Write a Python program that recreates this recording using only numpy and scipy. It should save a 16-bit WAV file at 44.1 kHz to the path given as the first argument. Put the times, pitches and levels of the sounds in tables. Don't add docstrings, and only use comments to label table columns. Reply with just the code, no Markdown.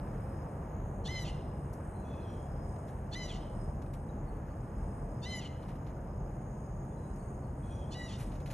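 import sys
import numpy as np
from scipy import signal
from scipy.fft import rfft, irfft, next_fast_len
from scipy.io import wavfile
from scipy.ndimage import map_coordinates

SR = 44100
rng = np.random.default_rng(int(sys.argv[2]) if len(sys.argv) > 2 else 0)


def to_linear_factor(level_db):
    exponent = np.asarray(level_db, float) / 20
    return 10 ** exponent


def waveform_to_disk(signal):
    frames = np.transpose(np.atleast_2d(signal))
    scaled = np.clip(frames, -1, 1) * 32767
    samples = np.round(scaled).astype(np.int16)
    wavfile.write(sys.argv[1], SR, samples)


N = 376525

# time in seconds, traffic density in dB.
TRAFFIC_DENSITY = [
    (0.0, -60),
    (0.45, -61),
    (1.76, -63),
    (2.26, -62.5),
    (2.54, -62.5),
    (4.02, -64),
    (4.66, -63),
    (6.06, -65),
    (8.54, -65),
]
# mean level in dB, share of the density swing, gusts in dB.
ROAD_LAYERS = [
    (-40, 0.1, 0.55),
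    (-49, 0.52, 0.66),
    (-62, 0.91, 0.56),
]
# frequency in Hz, level in dB.
RUMBLE_COLOUR = [(12, -86), (25, -40), (33, -17), (39, 8), (48, -1), (70, 2), (113, -1.5), (145, 1.5),
                 (171, -6.5), (198, -3), (222, -8.5), (344, -17), (520, -45), (900, -120)]
ROAR_COLOUR = [(90, -90), (150, -29), (300, 1.5), (600, 1), (900, -2.5), (1200, -10.5), (1700, -73),
               (2600, -110)]
TYRE_HISS_COLOUR = [(400, -91), (700, -24), (1200, 0), (1700, -7.5), (2200, -15.5), (3000, -22.5),
                    (3500, -31), (6000, -33.5), (9500, -31), (11300, -27), (12000, -29), (13200, -40),
                    (14400, -49)]

# peak in Hz, fall below it in Hz per 10 dB, fall above it in Hz per 10 dB.
INSECT_BANDS = [
    (5170, 252, 168),
    (6707, 344, 148),
    (8583, 608, 255),
]
# time in seconds, level in dB.
LOW_CHORUS = [(0.0, -89), (0.45, -85), (0.83, -99), (1.09, -101), (1.21, -78), (1.95, -95), (2.64, -81),
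              (3.14, -95), (3.3, -81.5), (4.35, -95), (4.9, -85), (6.01, -88), (6.25, -91), (7.99, -90),
              (8.08, -79), (8.54, -86)]

# start in seconds, length in seconds, start pitch in Hz, end pitch in Hz, level in dB.
CHIPS = [(1.94, 0.055, 4120, 4070, -74), (2.19, 0.064, 4100, 4080, -75), (4.082, 0.032, 3950, 3800, -77),
         (4.255, .06, 4400, 4400, -82), (4.496, .04, 4500, 4450, -81), (6.89, .07, 3500, 3460, -84),
         (6.96, .03, 4100, 3940, -79), (7.028, 0.046, 3930, 3950, -80), (7.17, .09, 4500, 4500, -82),
         (7.413, 0.055, 4500, 4340, -80)]

# start in seconds, length in seconds, first pitch in Hz, last pitch in Hz, level in dB.
FAR_ANSWERS = [
    (2.03, .33, 859, 780, -80),
    (7.622, .25, 839, 800, -77.5),
]
# overtone number, level in dB.
FAR_OVERTONES = [(3, 2.5), (4, 5), (5, -12), (6, -16), (7, -8), (8, -21)]

# start in seconds, peak in dB, decay t60 in seconds, body over crisp part in dB.
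WIRE_TICKS = [(1.73, -50, 0.12, -16), (2.66, -72, .055, -6), (2.76, -68, .06, 10), (3.75, -66, 0.045, -4),
              (3.818, -55.5, 0.075, 4), (3.86, -63, .06, 4), (3.934, -51.5, 0.11, 0.5),
              (4.29, -68, .05, -8), (5.755, -59, 0.057, 1), (6.02, -73, .05, -8), (6.55, -63, .05, -8),
              (6.846, -63, .05, -7), (7.159, -55, .05, -15), (8.315, -68.5, 0.19, 14), (8.35, -60, 0.14, 2),
              (8.401, -61, 0.12, 5), (8.459, -55, .22, 7), (8.509, -53, 0.18, -10)]
# start in seconds, peak in dB, rise in seconds, body over crisp part in dB.
STRAW_BRUSHES = [
    (2.872, -58.5, 0.012, 2),
    (4.46, -72, .02, 3),
    (5.62, -64.5, .01, 9),
    (5.68, -61.5, .0097, 7.5),
    (5.86, -64, 0.0082, 9),
    (8.175, -48, 0.032, 1),
    (8.24, -76, 0.056, 6),
    (8.499, -54.5, 0.006, 8),
]
# frequency in Hz, level in dB.
CRISP_COLOUR = [(2500, -40), (5000, -1), (7500, 0.5), (10500, 4.5), (12000, 1), (13500, -36), (15000, -50)]
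BODY_COLOUR = [(500, -36), (1200, 9.5), (2500, 6.5), (4500, 0), (7000, -9), (10000, -42)]

# delay in seconds, strongest frequency in Hz, width in Hz, level in dB.
HEDGE_ECHO = (.12, 2950, 900, -15)
# frequency in Hz, t60 in seconds.
GARDEN_DECAY = [(1000, .4), (2000, 0.75), (3000, 0.77), (4500, 0.66), (7000, 0.47), (12000, 0.14)]

# clear note's start in seconds, its length in seconds, top pitch in Hz, level in dB,
# hoarseness from 0 to 1.
SCREAMS = [
    (1.089, 0.15, 1039, -52, 0.54),
    (3.16, 0.11, 1020, -53, 0.43),
    (5.263, .14, 1028, -52, .3),
    (7.954, 0.12, 982, -55.5, 0.44),
]
# stage, pitch in Hz, effort in dB, brightness in dB per octave.
SCREAM_ARCH = [
    (.3, 848, -3, -2),
    (.75, 864.4, 0.5, -18),
    (1, 983, -1.5, -1),
    (1.2, 1023, -5, 2.5),
    (1.58, 1006, -0.5, 1),
    (2, 976, -7.5, 8.5),
    (2.2, 867, -6, 6),
    (2.55, 743, -4.5, 0),
    (3, 714, -13.5, 0),
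]
BILL_OPENING = [
    (0, 1),
    (.78, .9),
    (1.05, 0),
    (1.95, 0),
    (2.12, 1),
    (3, 1),
]
# overtone number, level in dB.
NEAR_OVERTONES = [(1, -24), (2, 3.5), (3, -1), (4, -4), (5, -8.5), (6, -9.5), (7, -12.5), (8, -20),
                  (9, -20), (10, -29.5), (11, -28), (12, -33)]
# frequency in Hz, level in dB.
THROAT_COLOUR = [(1200, -50), (2000, -40), (3000, 2), (3700, -22), (4300, 0.5), (5200, -6.5), (6500, -4),
                 (8000, -10), (11000, -19), (12500, -52)]

# frequency in Hz, left-right likeness from 0 to 1.
CHANNEL_LIKENESS = [(25, 0.98), (60, 1), (300, .99), (500, 0.95), (800, 0.55), (1150, 0.14), (1450, 0.77),
                    (1700, 0.99), (2000, 0.94), (9000, 0.99), (10500, 1), (12200, 0.77), (13700, .99),
                    (14300, .9)]
# frequency in Hz, radians by which the left channel leads.
CHANNEL_LEAD = [(300, 0), (800, .65), (1050, 0), (1300, -1), (1750, 0), (2700, .74), (4000, .8), (4550, 1.6),
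                (5300, 5.4), (5750, 6.27), (6150, 6.42), (8850, 9.35), (9700, 9.7), (12000, 12.56)]


def unit(x):
    return x / np.sqrt(np.mean(x ** 2) + 1e-20)


def along(points, hz):
    f, v = np.transpose(points)
    return np.interp(np.log(hz + 1), np.log(f + 1), v)


def over_time(rows):
    return np.interp(np.arange(N) / SR, *np.transpose(rows))


def wobble(rate, size=N):
    knots = rng.standard_normal(int(size * rate / SR) + 4)
    return map_coordinates(knots, [np.arange(size) * rate / SR])


def filtered(x, response):
    m = next_fast_len(N + 8192)
    return irfft(rfft(x, m) * response(np.fft.rfftfreq(m, 1 / SR)), m)[..., :N]


def noise(gain, channels=1):
    return unit(filtered(rng.standard_normal((channels, N)), gain))


def coloured_noise(points, channels=1):
    return noise(lambda hz: to_linear_factor(along(points, hz)), channels)


def traffic():
    density_db = over_time(TRAFFIC_DENSITY)
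    swing_db = density_db - density_db.mean()
    road = np.zeros((2, N))
    for (db, share, gust_db), colour in zip(ROAD_LAYERS, (RUMBLE_COLOUR, ROAR_COLOUR, TYRE_HISS_COLOUR)):
        level_db = db + share * swing_db + gust_db * wobble(5)
        road += to_linear_factor(level_db) * coloured_noise(colour, channels=2)
    return road


def insects():
    out = np.zeros(N)
    levels = [over_time(LOW_CHORUS) + 7]
    levels += [db + 2.1 * wobble(1.35) for db in (-76, -70.5)]
    warm_up_s = 1.8
    levels[-1] += -2 * np.exp(-(np.arange(N) / SR / warm_up_s) ** 2)
    for (peak_hz, below_hz, above_hz), db in zip(INSECT_BANDS, levels):
        def band(hz):
            away = np.where(hz < peak_hz, (peak_hz - hz) / below_hz, (hz - peak_hz) / above_hz)
            return to_linear_factor(-10 * np.abs(away) ** 1.8)
        out += to_linear_factor(db + 1.83 * wobble(7.4)) * noise(band)[0]
    return out


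def small_birds():
    out = np.zeros(N)
    for s, length, start_hz, end_hz, db in CHIPS:
        n = round(length * SR)
        phase = 2 * np.pi * np.cumsum(np.linspace(start_hz, end_hz, n)) / SR
        level = to_linear_factor(db + 2.5 + 3 * wobble(60, size=n)) * np.hanning(n)
        out[round(s * SR):][:n] += level * np.sin(phase)
    return out


def voice(pitch_hz, overtones_db, rough, jitter, stutter, flutter_db, rasp_db):
    n = len(pitch_hz)
    unsteady = jitter * wobble(74.3, size=n) + stutter * rough ** 2 * wobble(160, size=n)
    phase = 2 * np.pi * np.cumsum(pitch_hz * (1 + unsteady)) / SR
    skip = 1 + 0.88 * rough * np.cos(phase / 2)
    out = np.zeros(n)
    for k, db in overtones_db.items():
        smear = wobble(450, size=n) * np.sin(k * phase) + wobble(450, size=n) * np.cos(k * phase)
        line = np.sqrt(2) * np.sin(k * phase + rng.uniform(0, 2 * np.pi)) * skip
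        level = to_linear_factor(db + flutter_db * (1 + k / 12) * wobble(39.7, size=n))
        out += level * (np.sqrt(1 - rough) * line + to_linear_factor(rasp_db) * rough * smear)
    return out * signal.windows.tukey(n, .08)


def far_jay():
    attack_s, release_s, edge_db, sag = 0.019, .05, -9, 2.2
    out = np.zeros(N)
    for s, length, first_hz, last_hz, db in FAR_ANSWERS:
        t = np.arange(round(length * SR)) / SR
        pitch_hz = first_hz + (last_hz - first_hz) * (t / length) ** sag
        edge = np.clip(np.maximum(1 - t / attack_s, 1 - (length - t) / release_s), 0, 1)
        overtones = {round(k): db + edge_db * edge + d for k, d in FAR_OVERTONES}
        call = voice(pitch_hz, overtones, .3, jitter=.005, stutter=.09, flutter_db=3, rasp_db=3)
        out[round(s * SR):][:len(t)] = call
    return out


def straw_and_wire():
    tick_rise_s, brush_t60_s = 0.0016, 0.18
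    linger = 2.8
    t, crisp, body = np.arange(N) / SR, np.zeros(N), np.zeros(N)
    contacts = [(s, db, tick_rise_s, t60, body_db) for s, db, t60, body_db in WIRE_TICKS]
    contacts += [(s, db, rise, brush_t60_s + linger * rise, body_db) for s, db, rise, body_db in STRAW_BRUSHES]
    for s, db, rise, t60, body_db in contacts:
        since = np.clip(t - s, 0, None)
        decay = to_linear_factor(db - 60 * np.clip(since - rise, 0, None) / t60)
        shape = decay * np.clip(since / rise, 0, 1)
        crisp += shape
        body += shape * to_linear_factor(body_db)
    grain = to_linear_factor(1.7 * wobble(600))
    return 0.38 * grain * (crisp * coloured_noise(CRISP_COLOUR)[0] + body * coloured_noise(BODY_COLOUR)[0])


def hedge_echo(x):
    delay, peak_hz, width_hz, db = HEDGE_ECHO
    blurred = x * wobble(140)
    return filtered(blurred, lambda hz: to_linear_factor(db) * np.exp(-((hz - peak_hz) / width_hz) ** 2 - 2j * np.pi * hz * delay))


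def garden(x):
    hz, t, z = signal.stft(rng.standard_normal(SR), SR, nperseg=256)
    decay = to_linear_factor(-60 * t / along(GARDEN_DECAY, hz)[:, None])
    tail = signal.istft(z * decay, SR, nperseg=256)[1]
    blurred = x * wobble(260)
    return signal.fftconvolve(np.pad(blurred, (500, 0)), tail / np.linalg.norm(tail))[:N]


def bill_resonance(hz, bill_hz, width_hz):
    peak_db = -10 * ((hz - bill_hz) / width_hz) ** 2
    beside_db = -16 - 10 * np.log2(hz / bill_hz).clip(0)
    return np.maximum(peak_db, beside_db)


def near_jay():
    rise_s, breath_s = .05, .232
    edge_s, edge_db = .02, -20
    hoarse_db = -52.5
    clear_rough, end_rough = .08, .04
    rest_hz, slack_hz = 950, 260
    open_in_hz, open_out_hz = 3800, 3050
    wide_hz, narrow_hz = 1000, 700
    out, rasp, closing = np.zeros((3, N))
    at, *shape = np.transpose(SCREAM_ARCH)
    for s, length, top_hz, db, hoarse in SCREAMS:
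        span = slice(round((s - rise_s) * SR), round((s + breath_s) * SR))
        t = np.arange(N)[span] / SR - s
        stage = 1 + np.clip(t, None, 0) / rise_s + np.clip(t, 0, length) / length
        stage += np.clip(t - length, 0, None) / (breath_s - length)
        arch_hz, effort, bright = [np.interp(stage, at, column) for column in shape]
        gape = np.interp(stage, *np.transpose(BILL_OPENING))
        late = t > length / 2

        effort += db + gape * (hoarse_db - db)
        effort += edge_db * np.clip(1 - np.minimum(t - t[0], t[-1] - t) / edge_s, 0, 1)
        open_rough = np.clip(hoarse + end_rough * late * (3 - stage), 0, .9)
        rough = clear_rough + gape * (open_rough - clear_rough)

        stretch = (top_hz - arch_hz.max()) / (arch_hz.max() - rest_hz)
        pitch_hz = arch_hz + np.clip(arch_hz - rest_hz, 0, None) * stretch
        pitch_hz = pitch_hz + slack_hz * (.47 - rough) * gape * ~late
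        bill_hz = np.where(late, open_out_hz, open_in_hz)
        width_hz = np.where(late, narrow_hz, wide_hz)

        thin = 0.61 * max(hoarse_db - db, 0)
        overtones = {}
        for k, level in NEAR_OVERTONES:
            k = round(k)
            shut_db = level + bright * np.log2(k / 3) - thin * abs(np.log2(k / 3.4))
            open_db = bill_resonance(k * pitch_hz, bill_hz, width_hz)
            overtones[k] = effort + (1 - gape) * shut_db + gape * open_db
        out[span] = voice(pitch_hz, overtones, rough, jitter=.002, stutter=.09, flutter_db=2.4, rasp_db=1.5)
        rasp[span] = 2 * rough * to_linear_factor(effort - 7.5 - 14 * (0.5 - gape))
        closing[span] = late
    sputter = rasp * to_linear_factor(1.5 * wobble(250))
    breath = coloured_noise(THROAT_COLOUR)[0]
    focused = noise(lambda hz: np.exp(-((hz - open_out_hz) / narrow_hz) ** 2))[0]
    return out + sputter * (breath * to_linear_factor(-2.5 * closing) + closing * 0.48 * focused)


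def spread_channels(shared, apart):
    sign = np.array([[1], [-1]])

    def turn(hz):
        return np.arccos(np.clip(along(CHANNEL_LIKENESS, hz), 0, 1)) / 2

    def half_lead(hz):
        return np.exp(.5j * np.interp(hz, *np.transpose(CHANNEL_LEAD)) * sign)

    common = filtered(shared, lambda hz: half_lead(hz) * np.cos(turn(hz)))
    return common + filtered(apart, lambda hz: half_lead(hz) * np.sin(turn(hz)) * sign)


def scene():
    road = traffic()
    far = far_jay() + small_birds()
    near = near_jay()
    birds = to_linear_factor(3.0) * near + to_linear_factor(0.5) * far
    birds = birds + hedge_echo(near) + garden(to_linear_factor(-9) * near + to_linear_factor(-2.5) * far)
    return spread_channels(road[0] + birds + straw_and_wire() + insects(), road[1])


def band_limit(x):
    return signal.sosfilt(signal.butter(12, 14320, fs=SR, output="sos"), x)


def record(dry):
    mix = dry * to_linear_factor([[.12], [-.12]])
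    return band_limit(mix)


dry = scene()
out = record(dry)
waveform_to_disk(out)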